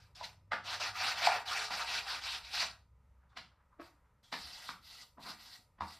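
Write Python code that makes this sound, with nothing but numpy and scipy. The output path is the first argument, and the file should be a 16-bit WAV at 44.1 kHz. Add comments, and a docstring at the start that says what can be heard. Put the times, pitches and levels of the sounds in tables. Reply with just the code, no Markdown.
"""In a concrete yard a car's plastic bumper is sanded by hand: quick hard strokes, a pause, then lighter ones.
Coloured grit noise drives the hollow panel's modes; the dragging palm adds a low rumble.
The hand knocks the panel, the paper's edge chirps, clothes rustle, and something hollow is bumped.
Dense noise tails give the yard's brief echoes; wavering sines and low noise make a faint, far motor."""
import sys
import numpy as np
from scipy import signal
from scipy.fft import rfft, irfft, next_fast_len
from scipy.io import wavfile

SR = 44100
rng = np.random.default_rng(int(sys.argv[2]) if len(sys.argv) > 2 else 0)


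def to_wav(sig):
    """Store sig (one row per channel, or 1-D mono) as 16-bit WAV at the path in sys.argv[1].

    Samples outside -1..1 are clipped; the rate is SR.
    """
    pcm = np.clip(np.atleast_2d(sig), -1, 1) * 32767
    pcm = np.round(pcm).astype(np.int16)
    wavfile.write(sys.argv[1], SR, pcm.T)  # frames by channels


N = 264159
TIME_S = np.arange(N) / SR
RING_TIME_S = TIME_S[:SR // 2]

# hard strokes: (start [s], attack [s], length [s], relative scratch level [dB],
#   gain change as the hand leans in [dB], panel relative to scratch [dB])
HARD_STROKES = [(0, 0.0017, 0.072, -67, -8, 0), (.147, 0.008, .06, -58, 12, -3.5),
                (.222, 0.033, 0.021, -42.5, 5, -11), (.635, 0.054, 0.11, -41, 7, -0.5),
                (.795, 0.022, 0.078, -36, -2, -0.5), (.925, 0.12, 0.19, -36, 4, 1),
                (1.15, 0.036, 0.12, -36, 11.5, 1), (1.28, 0.027, 0.093, -40.5, -2.5, 8),
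                (1.45, 0.1, 0.2, -35.5, -5.5, -1), (1.697, 0.035, 0.13, -38.5, -1.5, 1),
                (1.86, 0.059, 0.13, -35.5, -1, -4), (2.04, 0.068, 0.12, -39.5, 0, -2),
                (2.205, 0.077, 0.16, -38.5, -0.5, -6), (2.425, 0.03, 0.15, -48.5, 5, -4.5),
                (2.515, .042, 0.12, -34, 7, -8)]
# light strokes: (start [s], attack [s], length [s], relative scratch level [dB],
#   gain change as the hand leans in [dB], panel relative to scratch [dB])
LIGHT_STROKES = [(3.803, 0.017, 0.069, -65.5, 6, -1), (4.228, 0.0052, 0.1, -72.5, -1.5, -2.5),
                 (4.315, .02, .39, -48, 1, -12), (4.81, 0.11, 0.21, -51, 2.5, -16),
                 (5.19, 0.073, 0.13, -49, 5, -6), (5.37, 0.061, 0.19, -51.5, 1.5, -15),
                 (5.81, 0.064, 0.13, -56.5, 13.5, -10)]
# scratch colour, hard strokes: (frequency [Hz], relative density [dB per Hz])
HARD_SCRATCH_COLOUR = [(1060, -32.5), (1800, -8.5), (2620, 1.5), (3090, -0.5), (4230, 3.5), (4870, 3),
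                       (5650, -3), (6960, -15), (7940, -15.5), (11200, -29), (13600, -29.5), (14500, -31)]
# scratch colour, light strokes: (frequency [Hz], relative density [dB per Hz])
LIGHT_SCRATCH_COLOUR = [(1060, -18.5), (1800, -23), (1950, 3), (2420, -13), (2670, 0.5), (3040, -1),
                        (4130, 6), (4870, 6.5), (6840, -12.5), (7530, -11.5), (10200, -22), (13800, -28),
                        (14500, -20)]
# broad colour of the driven panel: (frequency [Hz], relative density [dB per Hz])
PANEL_COLOUR = [(100, -33), (200, -29.5), (290, -17.5), (370, -43.5), (480, -15), (620, -4.5), (780, 0.5),
                (1050, -1), (1400, 3.5), (1900, -4), (2500, -7.5), (4000, -58)]
# bumper modes: (frequency [Hz], relative level [dB], t60 [s])
BUMPER_MODES = [(431, -15, .35), (735, 2, .17), (790, -4, .13), (924, -4, .28), (1208, -6, .28),
                (1360, -8, .16), (1492, -5, .28), (1636, -7, .18), (1902, -8, .25), (2353, -8, .18),
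                (2615, -7, .18), (2764, -8, .18), (3859, -9, .15), (4653, -8, .15)]
# far motor hums: (full from [s], full until [s], frequency [Hz], level [dB])
MOTOR_HUMS = [(0, 1.338, 99.25, -66), (1.647, 3.334, 64.8, -67.5), (3.507, 5.105, 62.7, -75.5)]
# far rumble: (time [s], level [dB])
RUMBLE_LEVEL = [(0, -66), (.7, -67.5), (2.7, -68.5), (3.6, -75), (5.99, -74)]
# outdoor air noise: (frequency [Hz], relative density [dB per Hz])
AIR_COLOUR = [(15, -37.5), (25, -5), (87, -10), (189, -22), (368, -34), (432, -24.5), (594, -23),
              (679, -33.5), (985, -20.5), (1100, -32.5), (1250, -22), (1630, -40), (1870, -31.5),
              (3180, -44), (14500, -51)]
# paper-edge catches: (start [s], peak [dB], slip band centre before the treble filter [Hz], t60 [s])
EDGE_CATCHES = [(0.148, -49.5, 3470, 0.11), (0.148, -50.5, 5220, 0.51), (3.289, -71.5, 3574, 0.55),
                (4.232, -56, 3270, 0.52)]
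# hand knocks, and at 3.804 s the noise of the hollow bump: (time [s], local ring peak [dB], loudest ring [Hz],
# ring width [Hz], crunch re tap [dB], scrape re ring [dB], thud re ring [dB], rebound re first landing [dB])
HAND_KNOCKS = [(0.211, -35.5, 866, 454, -15, -14, -29.5, -10),
               (0.52, -24.5, 1130, 1190, -7.5, -13, -28.5, 0),
               (1.271, -15.5, 777.4, 149, -28, -22, -50, -21), (1.707, -31, 1010, 794, -17, -6, -25.5, -12),
               (2.628, -33.5, 1087, 1100, 13, -13, -27.5, -9),
               (3.373, -35.5, 1150, 1700, 3.5, -3, -22.5, -13),
               (3.731, -61.5, 1200, 450, 11.5, -27.5, -24, -5), (3.804, -49, 920, 1380, 1, -10.5, -24, 0.5),
               (4.327, -29.5, 1122, 1360, -9.5, -4, -19.5, -4),
               (4.691, -29, 1256, 950, -22, -10.5, -22, -13.5), (5.182, -47, 900, 500, 1.5, -23, -6, -4),
               (5.272, -45.5, 1010, 900, 20, -13, -8.5, -1.5), (5.789, -55.5, 1104, 1300, 0, -17, -6, -3.5),
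               (5.808, -26.5, 957, 660, -20, -19.5, -25.5, -3)]
# scrape within a knock: (frequency [Hz], relative density [dB per Hz])
SCRAPE_COLOUR = [(900, -35.5), (1900, 2), (2700, 0.5), (3400, 2.5), (4900, 1.5), (6500, -15), (9000, -22.5),
                 (14000, -30)]
# whole-bumper flexes under a firm push: (start [s], peak [dB], frequency [Hz], t60 [s])
BUMPER_FLEXES = [(4.432, -57, 68, .3), (5.800, -47, 80, .3)]
# hollow object's modes: (frequency [Hz], relative level [dB], t60 [s])
HOLLOW_MODES = [(296, 0, .14), (336, 0, .16), (440, -6, .08), (587, -1, .17), (650, -6, .1), (1109, 0, .2),
                (1297, -7, .2), (1647, -14, .2)]
# stereo width: (frequency [Hz], side filter gain [dB])
SIDE_COLOUR = [(100, -56), (3000, -70), (4500, -44), (6000, -11), (8000, -5), (12000, -5)]

# time to fall 60 dB as a stroke slows
SCRATCH_RELEASE_S, PANEL_RELEASE_S = 0.2, 0.27
MODES_DB = -7.5
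HUM_FADE_S = 0.5
AIR_DB = -74
# bare contact build-up, extra for crumpling paper, delay of the second landing
BUILD_UP_S, CUSHION_S, REBOUND_S = .0018, 0.0019, 0.013
LEAD_S = .03  # swell before full contact
THUD_T60_S = .18
HOLLOW_S, HOLLOW_DB = 3.798, -39
SIDE_T60_S = .28
TOP_HZ = 14350


def undb(db):
    """Decibels to gain."""
    return 10 ** (np.asarray(db) / 20)


def unit(x):
    """Scale to rms 1."""
    return x / np.sqrt(np.mean(x ** 2))


def peak(x):
    """Scale to peak 1."""
    return x / np.max(np.abs(x))


def convolve(x, response):
    """Pass a sound through an impulse response."""
    return signal.fftconvolve(x, response)[:len(x)]


def band(x, lo_hz, hi_hz, order=2):
    """Causal band-pass."""
    edges_hz = [max(lo_hz, 20), min(hi_hz, .45 * SR)]
    return signal.sosfilt(signal.butter(order, edges_hz, "band", fs=SR, output="sos"), x)


def colour(x, points):
    """Shape a spectrum by (Hz, dB) points, interpolated over log frequency."""
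    hz, db = np.transpose(points)
    size = next_fast_len(len(x) + 4096)
    bins_hz = np.maximum(np.fft.rfftfreq(size, 1 / SR), 1)
    gain = undb(np.interp(np.log(bins_hz), np.log(hz), db))
    return irfft(rfft(x, size) * gain, size)[:len(x)]


def walk(rate_hz):
    """Slow random curve of rms 1, with rate_hz knots per second."""
    knots = rng.standard_normal(4096)
    return unit(np.interp(TIME_S * rate_hz, np.arange(len(knots)), knots))


def fade(t60_s):
    """Exponential decay, 60 dB in t60_s."""
    return np.exp(-np.log(1000) * RING_TIME_S / max(t60_s, 1e-3))


def ring(modes):
    """Surface velocity after a tap: a sum of decaying modes."""
    return sum(undb(db) * fade(t60_s) * np.cos(2 * np.pi * hz * RING_TIME_S) for hz, db, t60_s in modes)


def add(out, start_s, sound):
    """Mix a sound in at a given time."""
    i = int(start_s * SR)
    out[i:i + len(sound)] += sound[:N - i]


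def yard(t60_s, treble_t60_s, build_s):
    """Dense echoes from car body, ground and walls: noise that builds up, then decays; energy 1."""
    noise = rng.standard_normal(len(RING_TIME_S))
    low = band(noise, 30, 1700)
    build = 1 - np.exp(-(RING_TIME_S / build_s) ** 2)
    tail = (low * fade(t60_s) + (noise - low) * fade(treble_t60_s)) * build
    return tail / np.linalg.norm(tail)


def grit(spread_db, chatter_db, patchy_db, patch_rate_hz):
    """Countless grains snag and let go; grip flutters and colour shifts as the hand moves over the panel."""
    snag_db = spread_db * np.minimum(rng.exponential(size=N), 4)
    snags = rng.standard_normal(N) * undb(snag_db + chatter_db * walk(130))
    size = next_fast_len(N)
    spectrum = rfft(snags, size)
    # overlapping third-octave bands, each with its own random level
    third = 3 * np.log2(np.clip(np.fft.rfftfreq(size, 1 / SR), 500, 16000) / 500)
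    out = np.zeros(N)
    for k in range(16):
        patch = irfft(spectrum * np.maximum(1 - abs(third - k), 0), size)[:N]
        out += patch * undb(patchy_db * walk(patch_rate_hz))
    return unit(out)


def follow(strokes, uneven_db=0.29):
    """Scratch and panel gains: strokes speed up, hold while the hand leans in or eases off, then die away."""
    scratch_power, panel_power = np.zeros(N), np.zeros(N)
    for start_s, attack_s, length_s, db, lean_db, panel_db in strokes:
        t = TIME_S - start_s
        speed = np.sin(np.pi / 2 * np.clip(t / max(attack_s, 1e-3), 0, 1))
        gain = speed * undb(db + lean_db * (np.clip(t / length_s, 0, 1) - .5))
        slowing = np.log(1000) * np.maximum(t - length_s, 0)
        scratch_power += (gain * np.exp(-slowing / SCRATCH_RELEASE_S)) ** 2
        panel_power += (gain * undb(panel_db) * np.exp(-slowing / PANEL_RELEASE_S)) ** 2
    pressure = undb(uneven_db * walk(35))
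    return pressure * np.sqrt(scratch_power), pressure * np.sqrt(panel_power)


def sanding(strokes, spectrum, grains, echoes, scratch_db, panel_db, fine_db, direct_db, echo_db,
            fine_growth=0.57):
    """Grit hisses at the contact and drives the panel, whose modes colour every stroke."""
    scratch_gain, panel_gain = follow(strokes)
    scratch = unit(colour(grains, spectrum)) * scratch_gain
    # the finest hiss grows more slowly with pressure, so a light touch is brighter
    fine = unit(band(grains, 5700, 16000)) * scratch_gain ** fine_growth
    modes = ring(BUMPER_MODES)
    ringing = convolve(grains * panel_gain, modes / np.linalg.norm(modes))
    panel = unit(colour(grains, PANEL_COLOUR)) * panel_gain + undb(MODES_DB) * ringing
    direct = undb(scratch_db) * scratch + undb(panel_db) * panel + undb(fine_db) * fine
    return undb(direct_db) * direct + undb(echo_db) * convolve(direct, echoes)


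def drag(strokes, db, growth=0.56, judder_db=3):
    """The dragging palm judders the panel: a low rumble that grows slowly with pressure."""
    _, panel_gain = follow(strokes)
    judder = band(rng.standard_normal(N), 150, 290, order=3) * undb(judder_db * walk(40))
    return undb(db) * panel_gain ** growth * unit(judder)


def background(waver=0.019):
    """A far motor hums as wavering sines and rumbles as low noise, under soft outdoor noise."""
    hum = np.zeros(N)
    for start_s, end_s, hz, db in MOTOR_HUMS:
        # fades lie outside start and end
        running = np.clip(1 + np.minimum(TIME_S - start_s, end_s - TIME_S) / HUM_FADE_S, 0, 1) ** 2
        phase = 2 * np.pi * np.cumsum(hz * (1 + waver * walk(17))) / SR
        hum += undb(db) * running * unit(np.sin(phase) * undb(2 * walk(9.7)))
    rumble_db = np.interp(TIME_S, *np.transpose(RUMBLE_LEVEL))
    rumble = unit(band(rng.standard_normal(N), 44, 115)) * undb(rumble_db)
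    air = unit(colour(band(rng.standard_normal(N), 37, 18000), AIR_COLOUR))
    return hum + rumble + air * undb(AIR_DB + 1.2 * walk(5.9))


def burst(rise_s, t60_s):
    """Envelope of a padded contact that builds up and dies away."""
    return (1 - np.exp(-(RING_TIME_S / max(rise_s, 1e-4)) ** 2)) * fade(t60_s)


def catches(width_hz=260):
    """The paper's edge slips briefly: narrow-band noise, filtered to a thin treble chirp."""
    out = np.zeros(N)
    for s, db, hz, t60_s in EDGE_CATCHES:
        noise = rng.standard_normal(len(RING_TIME_S))
        slip = band(noise, hz - width_hz / 2, hz + width_hz / 2, order=1)
        add(out, s, undb(db) * peak(band(slip, 4300, 8400) * burst(0.0052, t60_s)))
    return out


def contact(rise_s, t60_s):
    """Noise of paper and palm: it swells until full contact at LEAD_S, then dies away."""
    t = RING_TIME_S - LEAD_S
    log_gain = np.minimum(t / max(rise_s, 1e-4), -np.log(1000) * t / max(t60_s, 1e-3))
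    return rng.standard_normal(len(t)) * np.exp(log_gain)


def blow(rise_s, crunch_db, t60_s):
    """Force of a landing hand: crumpling paper around one firm tap."""
    tap = signal.unit_impulse(len(RING_TIME_S), int(LEAD_S * SR))
    return undb(crunch_db) * contact(rise_s, t60_s) + tap


def knocks(echoes, modes_db=-20, crunch_t60_s=0.017, scrape_t60_s=0.082, echo_db=0.0):
    """The hand lands and rebounds: damped local ring, bumper modes, grit scrape, thud; firm pushes flex it."""
    out = np.zeros(N)
    for s, db, hz, width_hz, crunch_db, scrape_db, thud_db, rebound_db in HAND_KNOCKS:
        # band edges whose geometric centre is hz
        lo_hz = np.hypot(hz, width_hz / 2) - width_hz / 2
        rise_s = BUILD_UP_S + CUSHION_S * undb(crunch_db)
        for landing_s, landing_db in (s, db), (s + REBOUND_S, db + rebound_db):
            force = blow(rise_s, crunch_db, crunch_t60_s)
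            local = peak(band(band(force, lo_hz, lo_hz + width_hz), 450, 2600))
            body = peak(convolve(local, ring(BUMPER_MODES)))
            scrape = peak(colour(contact(rise_s, scrape_t60_s), SCRAPE_COLOUR))
            thud = peak(band(contact(2 * rise_s, THUD_T60_S), 140, 320, order=3))
            hit = local + undb(scrape_db) * scrape + undb(thud_db) * thud
            knock = hit + undb(modes_db) * body + undb(echo_db) * convolve(hit, echoes)
            add(out, landing_s - LEAD_S, undb(landing_db) * knock)
    for s, db, hz, t60_s in BUMPER_FLEXES:
        add(out, s, undb(db) * peak(np.sin(2 * np.pi * hz * RING_TIME_S) * burst(0.017, t60_s)))
    return out


def rustle(start_s=2.91, end_s=4.25, db=-78.5, uneven_db=4):
    """Clothes rub faintly as the worker sits back and leans in again: uneven band noise."""
    moving = np.interp(TIME_S, [start_s, start_s + 0.38, end_s - .1, end_s], [0, 1, 1, 0])
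    rubbing = band(rng.standard_normal(N), 760, 1590) * undb(uneven_db * walk(21.9))
    return undb(db) * moving * unit(rubbing)


def hollow_knock(echoes, echo_db=-8):
    """Something hollow is bumped softly as the light strokes begin; the padded tap rings its modes."""
    force = band(blow(rise_s=.005, crunch_db=-27, t60_s=.03), 220, 2000)
    out, hit = np.zeros(N), peak(convolve(force, ring(HOLLOW_MODES)))
    add(out, HOLLOW_S - LEAD_S, undb(HOLLOW_DB) * (hit + undb(echo_db) * convolve(hit, echoes)))
    return out


def scene():
    """All sources sit in the middle; a diffuse side signal, mostly treble, spreads left and right."""
    echoes = yard(t60_s=0.31, treble_t60_s=0.29, build_s=0.0017)
    hard_grit = grit(spread_db=0.1, chatter_db=1.0, patchy_db=2.5, patch_rate_hz=45)
    hard = sanding(HARD_STROKES, HARD_SCRATCH_COLOUR, hard_grit, echoes,
                   scratch_db=-1.5, panel_db=-4.5, fine_db=-46.5, direct_db=-1.5, echo_db=-14.5)
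    light_grit = grit(spread_db=1.7, chatter_db=1, patchy_db=2.5, patch_rate_hz=43)
    light = sanding(LIGHT_STROKES, LIGHT_SCRATCH_COLOUR, light_grit, echoes,
                    scratch_db=-2.5, panel_db=-1.5, fine_db=-39.5, direct_db=-1.2, echo_db=-12.0)
    palm = drag(HARD_STROKES, db=-52) + drag(LIGHT_STROKES, db=-41.5)
    mid = hard + light + palm + background() + catches() + knocks(echoes) + rustle() + hollow_knock(echoes)
    diffuse = convolve(mid, yard(t60_s=SIDE_T60_S, treble_t60_s=SIDE_T60_S, build_s=.001))
    side = colour(diffuse, SIDE_COLOUR)
    return np.array([mid + side, mid - side])


def record(dry):
    """Steep elliptic low-pass cuts the top."""
    return signal.sosfilt(signal.ellip(10, .2, 70, TOP_HZ, fs=SR, output="sos"), dry)


dry = scene()
out = record(dry)
to_wav(out)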